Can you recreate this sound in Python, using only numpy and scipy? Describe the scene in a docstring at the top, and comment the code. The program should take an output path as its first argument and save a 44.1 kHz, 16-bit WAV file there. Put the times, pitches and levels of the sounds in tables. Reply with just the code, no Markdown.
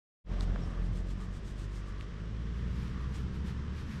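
"""A throbbing engine and light wind on the microphone fade in, and at once, up close, a hand scratches
a calf's forehead in quick strokes, later rubbing round its ear: thousands of hairs flick free.
A soft pat, a few dry ticks and a faint squeak sit nearby, and the image widens at the ear.
The engine, probably a tractor's across the field, gathers speed: its firings pulse through the
exhaust pipe over a low roar, a growl and a light clatter."""
import sys
import numpy as np
from scipy import signal
from scipy.fft import rfft, irfft
from scipy.io import wavfile

SR = 44100
rng = np.random.default_rng(int(sys.argv[2]) if len(sys.argv) > 2 else 0)


def file_out(sig):
    """Save sig as 16-bit WAV at sys.argv[1]."""
    # one column per channel
    cols = np.atleast_2d(sig).T
    # limit, then scale
    lim = np.clip(cols, -1, 1)
    pcm = np.round(lim * 32767).astype(np.int16)
    wavfile.write(sys.argv[1], SR, pcm)


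N = 176400
T = np.arange(N) / SR
CUTOFF_HZ = 15000

# Hand gestures and squeaks: start t/s, length/s, level/dB
FOREHEAD_STROKES = [(.39, 0.066, -57), (.52, 0.28, -68), (.80, .11, -66), (.915, .11, -60),
                    (1.055, 0.099, -61), (1.175, 0.1, -61), (1.305, .10, -62.5), (1.425, 0.12, -60),
                    (1.555, 0.12, -59.5), (1.70, 0.12, -59.5), (1.85, 0.079, -64), (1.98, 0.071, -65),
                    (3.135, 0.049, -56), (3.455, 0.049, -64)]   # fingers through the hair
EAR_RUBS = [(2.52, 0.14, -65), (2.67, 0.3, -58), (2.97, 0.089, -62.5), (3.08, .19, -57), (3.31, 0.1, -60),
            (3.435, .11, -55), (3.73, 0.13, -55.5), (3.85, .17, -55.5)]   # palm round the ear
PALM_PRESSES = [(.64, 0.22, -56), (1.14, 0.19, -58.5), (1.76, 0.38, -62.5), (2.86, 0.28, -55.5)]   # a softer, duller rub against the hide
SQUEAK_CUES = [(.607, .055, -62), (.69, 0.056, -74)]
# Dry ticks: t/s, peak level/dB, low f/Hz, high f/Hz
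TICK_CUES = [(0.4084, -31, 3400, 4700), (.4088, -45.5, 7400, 8340), (.4090, -41, 1040, 1490),
             (.4225, -50, 3000, 7960), (.5586, -38, 510, 685), (0.5599, -32.5, 1010, 1700),
             (2.01, -33, 1326, 3200)]

# Engine firing rate: t/s, f/Hz
FIRING_RATE = [(.3, 44.1), (.8, 43.5), (1.2, 45.9), (1.6, 49.4), (2.0, 49), (2.4, 56.2), (2.8, 60.1),
               (3.2, 63.2), (3.6, 69), (4.0, 81)]
# Exhaust pipe resonances, the base level of each overtone: f/Hz, level/dB
PIPE_RESPONSE = [(85, -49), (112, -46), (140, -58.5), (160, -49.5), (180, -48.5), (200, -59.5), (260, -65),
                 (340, -64), (600, -73)]
# The band the ground echo cancels, sinking and deepening as the engine moves: t/s, f/Hz, level/dB
GROUND_NOTCH = [(.3, 900, -0.5), (.8, 810, -3.5), (1.5, 825, -5), (2.3, 780, -7), (3.0, 681.7, -10.5),
                (4.0, 680, -7.5)]

# Fader curves, before trims and waver: t/s, level/dB
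THROB_FADER = [(.3, -31.5), (.5, -30), (.68, -35.5), (.9, -32.5), (1.15, -37.5), (1.42, -43.5),
               (1.6, -38.5), (2.2, -41.5), (2.5, -37), (3.3, -38), (3.8, -40.5), (4.0, -46)]
ROAR_FADER = [(.3, -44), (.45, -39.5), (.6, -39), (.7, -43.5), (1.05, -42.5), (1.4, -46), (1.9, -48.5),
              (2.3, -44), (2.8, -39), (3.3, -39.5), (4.0, -39)]
GROWL_FADER = [(.3, -49.5), (.6, -50), (1.25, -55.5), (1.8, -58.5), (2.3, -55), (3.1, -52), (3.5, -54.5),
               (4.0, -57)]
CLATTER_FADER = [(.3, -55), (.6, -56.5), (1.0, -59.5), (1.55, -59.5), (1.9, -57.5), (2.3, -58.5),
                 (2.7, -56.5), (3.05, -57), (3.3, -57.5), (3.65, -57), (4.0, -56.5)]
WIND_FADER = [(.3, -44), (1.2, -48.5), (2.0, -50), (4.0, -61)]
SIDE_FADER = [(0, -61), (2.7, -59), (2.9, -25.5), (3.5, -16), (3.9, -8.5)]   # stereo side noise, relative to the clatter fader

# EQ curves, the tone of each layer: f/Hz, relative level/dB
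STROKE_EQ = [(800, 6.5), (2000, -0.5), (3800, 2), (5500, 0), (6600, -1), (8300, -2), (9700, -10.5),
             (12700, -18.5), (14000, -31), (15000, -36)]
RUB_EQ = [(600, 0), (1500, 7), (3000, 0.5), (4500, -2), (6500, -8.5), (8300, -12.5), (10000, -15.5),
          (12700, -17.5), (14000, -27), (15000, -51)]
PRESS_EQ = [(700, -18), (950, -7), (1170, 8.5), (1400, -7.5), (1750, 0.5), (2400, -17), (4000, -24)]
ROAR_EQ = [(20, 7), (35, -2), (70, 8.5), (105, 5), (140, 5), (210, 2.5), (270, -8.5), (400, -22.5),
           (800, -58)]
GROWL_EQ = [(200, -7.5), (300, 1.5), (350, 0), (430, 2.5), (520, -2.5), (640, -1.5), (800, -6), (1200, -14),
            (2500, -67)]
CLATTER_EQ = [(500, 1), (800, -5.5), (950, 2), (1150, 3), (1400, -0.5), (1800, 0), (2400, -7), (3200, -6),
              (4300, -13.5), (5600, -13), (6500, -19), (8500, -25.5), (9800, -34), (12000, -42),
              (15000, -78)]
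WIND_EQ = [(18, -20), (28, -3.5), (40, 6), (70, -12.5), (150, -17)]
SIDE_EQ = [(150, -7), (400, 2.5), (800, -5), (1200, 4), (2000, -1), (4000, -22), (8000, -27), (12000, -19)]


def hair(gestures, eq, hairs_per_s=6000, spread_db=2, flutter_db=1.1):
    """Hairs flick free under the hand, their tiny clicks merging into a grainy swish."""
    flicks = (rng.random(N) < hairs_per_s / SR) * rng.choice([-1, 1], N)
    strength = from_db(spread_db * np.minimum(rng.exponential(1, N), 5))
    flutter = from_db(flutter_db * drift(40))
    return swells(gestures) * flutter * coloured(flicks * strength, eq)


def hair_sheen():
    """The finest hiss of the hair rides on top of the forehead strokes."""
    hiss = rms_one(band(noise(), low_hz=11200, high_hz=CUTOFF_HZ, order=3))
    return from_db(-21.5) * swells(FOREHEAD_STROKES) * hiss


def pat(start_s=0.89, level_db=-33.5, hz=109, rise_s=0.011):
    """The palm settles on the forehead with a dull bump."""
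    age = np.maximum(T - start_s, 0)
    envelope = age / rise_s * np.exp(1 - age / rise_s)
    return from_db(level_db) * envelope * np.sin(2 * np.pi * hz * age)


def ticks():
    """Single dry snaps, each ringing briefly in its own band."""
    out = np.zeros(N)
    for s, db, low_hz, high_hz in TICK_CUES:
        impulse = signal.unit_impulse(N, int(s * SR)) + 1e-18
        snap = band(impulse, low_hz, max(high_hz, low_hz + 200))
        out += from_db(db) * snap / np.abs(snap).max()
    return out


def squeaks(hz=5500, width_hz=250):
    """A thin, unsteady whistle of narrow-band noise."""
    return swells(SQUEAK_CUES) * rms_one(band(noise(), hz - width_hz / 2, hz + width_hz / 2))


def exhaust(phase, throb_waver_db=0.24, overtone_waver_db=2.5):
    """The firing tone and its overtones, which swell as they cross the pipe's resonances."""
    throb_db, firing_hz = in_time(THROB_FADER), in_time(FIRING_RATE)
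    follow_db = 0.37 * (throb_db - throb_db.mean())   # overtones share part of the throb's swing
    out = from_db(throb_db + throb_waver_db * drift(8.5)) * np.cos(phase)
    for k in range(2, 9):
        overtone_db = at_hz(PIPE_RESPONSE, k * firing_hz) + follow_db + overtone_waver_db * drift(6.6)
        out += from_db(overtone_db) * np.cos(k * phase)
    return -np.sqrt(2) * out


def engine_noise(phase, growl_trim_db=-1, clatter_trim_db=1.76, pulse_depth=0.066):
    """A low roar under a low-mid growl and mechanical clatter; those two pulse with the firings."""
    pulse = 1 + pulse_depth * np.cos(phase)
    roar = from_db(in_time(ROAR_FADER)) * coloured(noise(), ROAR_EQ)
    growl = from_db(in_time(GROWL_FADER) + growl_trim_db) * coloured(noise(), GROWL_EQ)
    clatter_db = in_time(CLATTER_FADER) + clatter_trim_db + 0.25 * drift(30)
    clatter = from_db(clatter_db) * coloured(noise(), CLATTER_EQ)
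    return roar + ground_echo(pulse * (growl + clatter))


def ground_echo(x, width_octaves=0.4):
    """The bounce off the field cancels one band: a slowly sweeping notch."""
    hz, s, spectrum = signal.stft(x, SR, nperseg=1024)
    when, notch_hz, notch_db = np.transpose(GROUND_NOTCH)
    octaves = np.log2((hz[:, None] + 1) / np.interp(s, when, notch_hz))
    cut_db = np.interp(s, when, notch_db) * np.exp(-(octaves / width_octaves) ** 2)
    return signal.istft(spectrum * from_db(cut_db), SR)[1][:N]


def wind(gust_db=2.1):
    """Wind buffets the microphone: a deep, lumpy rumble that eases off."""
    return from_db(in_time(WIND_FADER) + gust_db * drift(5)) * coloured(noise(), WIND_EQ)


def side_wash():
    """A noise bed that opens up the stereo image while the hand is at the ear."""
    return from_db(in_time(CLATTER_FADER) + in_time(SIDE_FADER)) * coloured(noise(), SIDE_EQ)


def swells(gestures, tightness=2.65):
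    """Each gesture rises and fades in a bell curve; overlaps add in power."""
    power = np.zeros(N)
    for start, length, db in gestures:
        from_centre = (T - start) / length - .5
        power += (from_db(db) * np.exp(-(tightness * from_centre) ** 2)) ** 2
    return np.sqrt(power)


def coloured(x, eq):
    """Apply an EQ curve, rolled off beyond both ends, at unit power."""
    hz = np.maximum(np.arange(N // 2 + 1) * SR / N, 1)
    rolloff = np.minimum(hz / eq[0][0], 1) ** 2 * np.minimum(eq[-1][0] / hz, 1) ** 4
    return rms_one(irfft(rfft(x) * from_db(at_hz(eq, hz)) * rolloff, N))


def drift(rate_hz, hop=40):
    """Smooth random modulation, spread about 1."""
    pole = np.exp(-2 * np.pi * rate_hz * hop / SR)
    jitter = rng.standard_normal(N // hop + 2002)
    slow = signal.lfilter([1], [1, -2 * pole, pole * pole], jitter)[2000:]   # once the filter settles
    return np.interp(np.arange(N) / hop, np.arange(len(slow)), rms_one(slow))


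def band(x, low_hz, high_hz, order=2):
    """Band-pass."""
    return signal.sosfilt(signal.butter(order, [low_hz, high_hz], "band", fs=SR, output="sos"), x)


def noise():
    """White noise."""
    return rng.standard_normal(N)


def in_time(rows):
    """An automation curve at every sample."""
    return np.interp(T, *np.transpose(rows))


def at_hz(curve, hz):
    """Read an EQ curve on a log-frequency axis."""
    points_hz, db = np.transpose(curve)
    return np.interp(np.log(hz), np.log(points_hz), db)


def from_db(db):
    """Decibels to gain."""
    return 10 ** (np.asarray(db) / 20)


def rms_one(x):
    """Scale to unit power."""
    return x / np.sqrt(np.mean(x ** 2) + 1e-20)


def scene():
    """Hand and engine sit in the centre, the wash at the sides, the hair's sheen on the right."""
    firing_hz = in_time(FIRING_RATE) * (1 + 0.00394 * drift(5.5))   # the revs waver slightly
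    phase = 2 * np.pi * np.cumsum(firing_hz) / SR
    hand = hair(FOREHEAD_STROKES, STROKE_EQ) + hair(EAR_RUBS, RUB_EQ) + hair(PALM_PRESSES, PRESS_EQ)
    engine = exhaust(phase) + engine_noise(phase)
    mid = hand + pat() + ticks() + squeaks() + engine + wind()
    side = side_wash()
    return np.array([mid + side, mid - side + hair_sheen()])


def record(dry, silence_s=0.24, fade_s=0.079):
    """A moment of silence, a quick fade-in and a steep high cut."""
    fade = np.clip((T - silence_s) / fade_s, 0, 1) ** 1.5
    return signal.sosfilt(signal.ellip(10, .1, 80, CUTOFF_HZ, fs=SR, output="sos"), dry * fade)


dry = scene()
out = record(dry)
file_out(out)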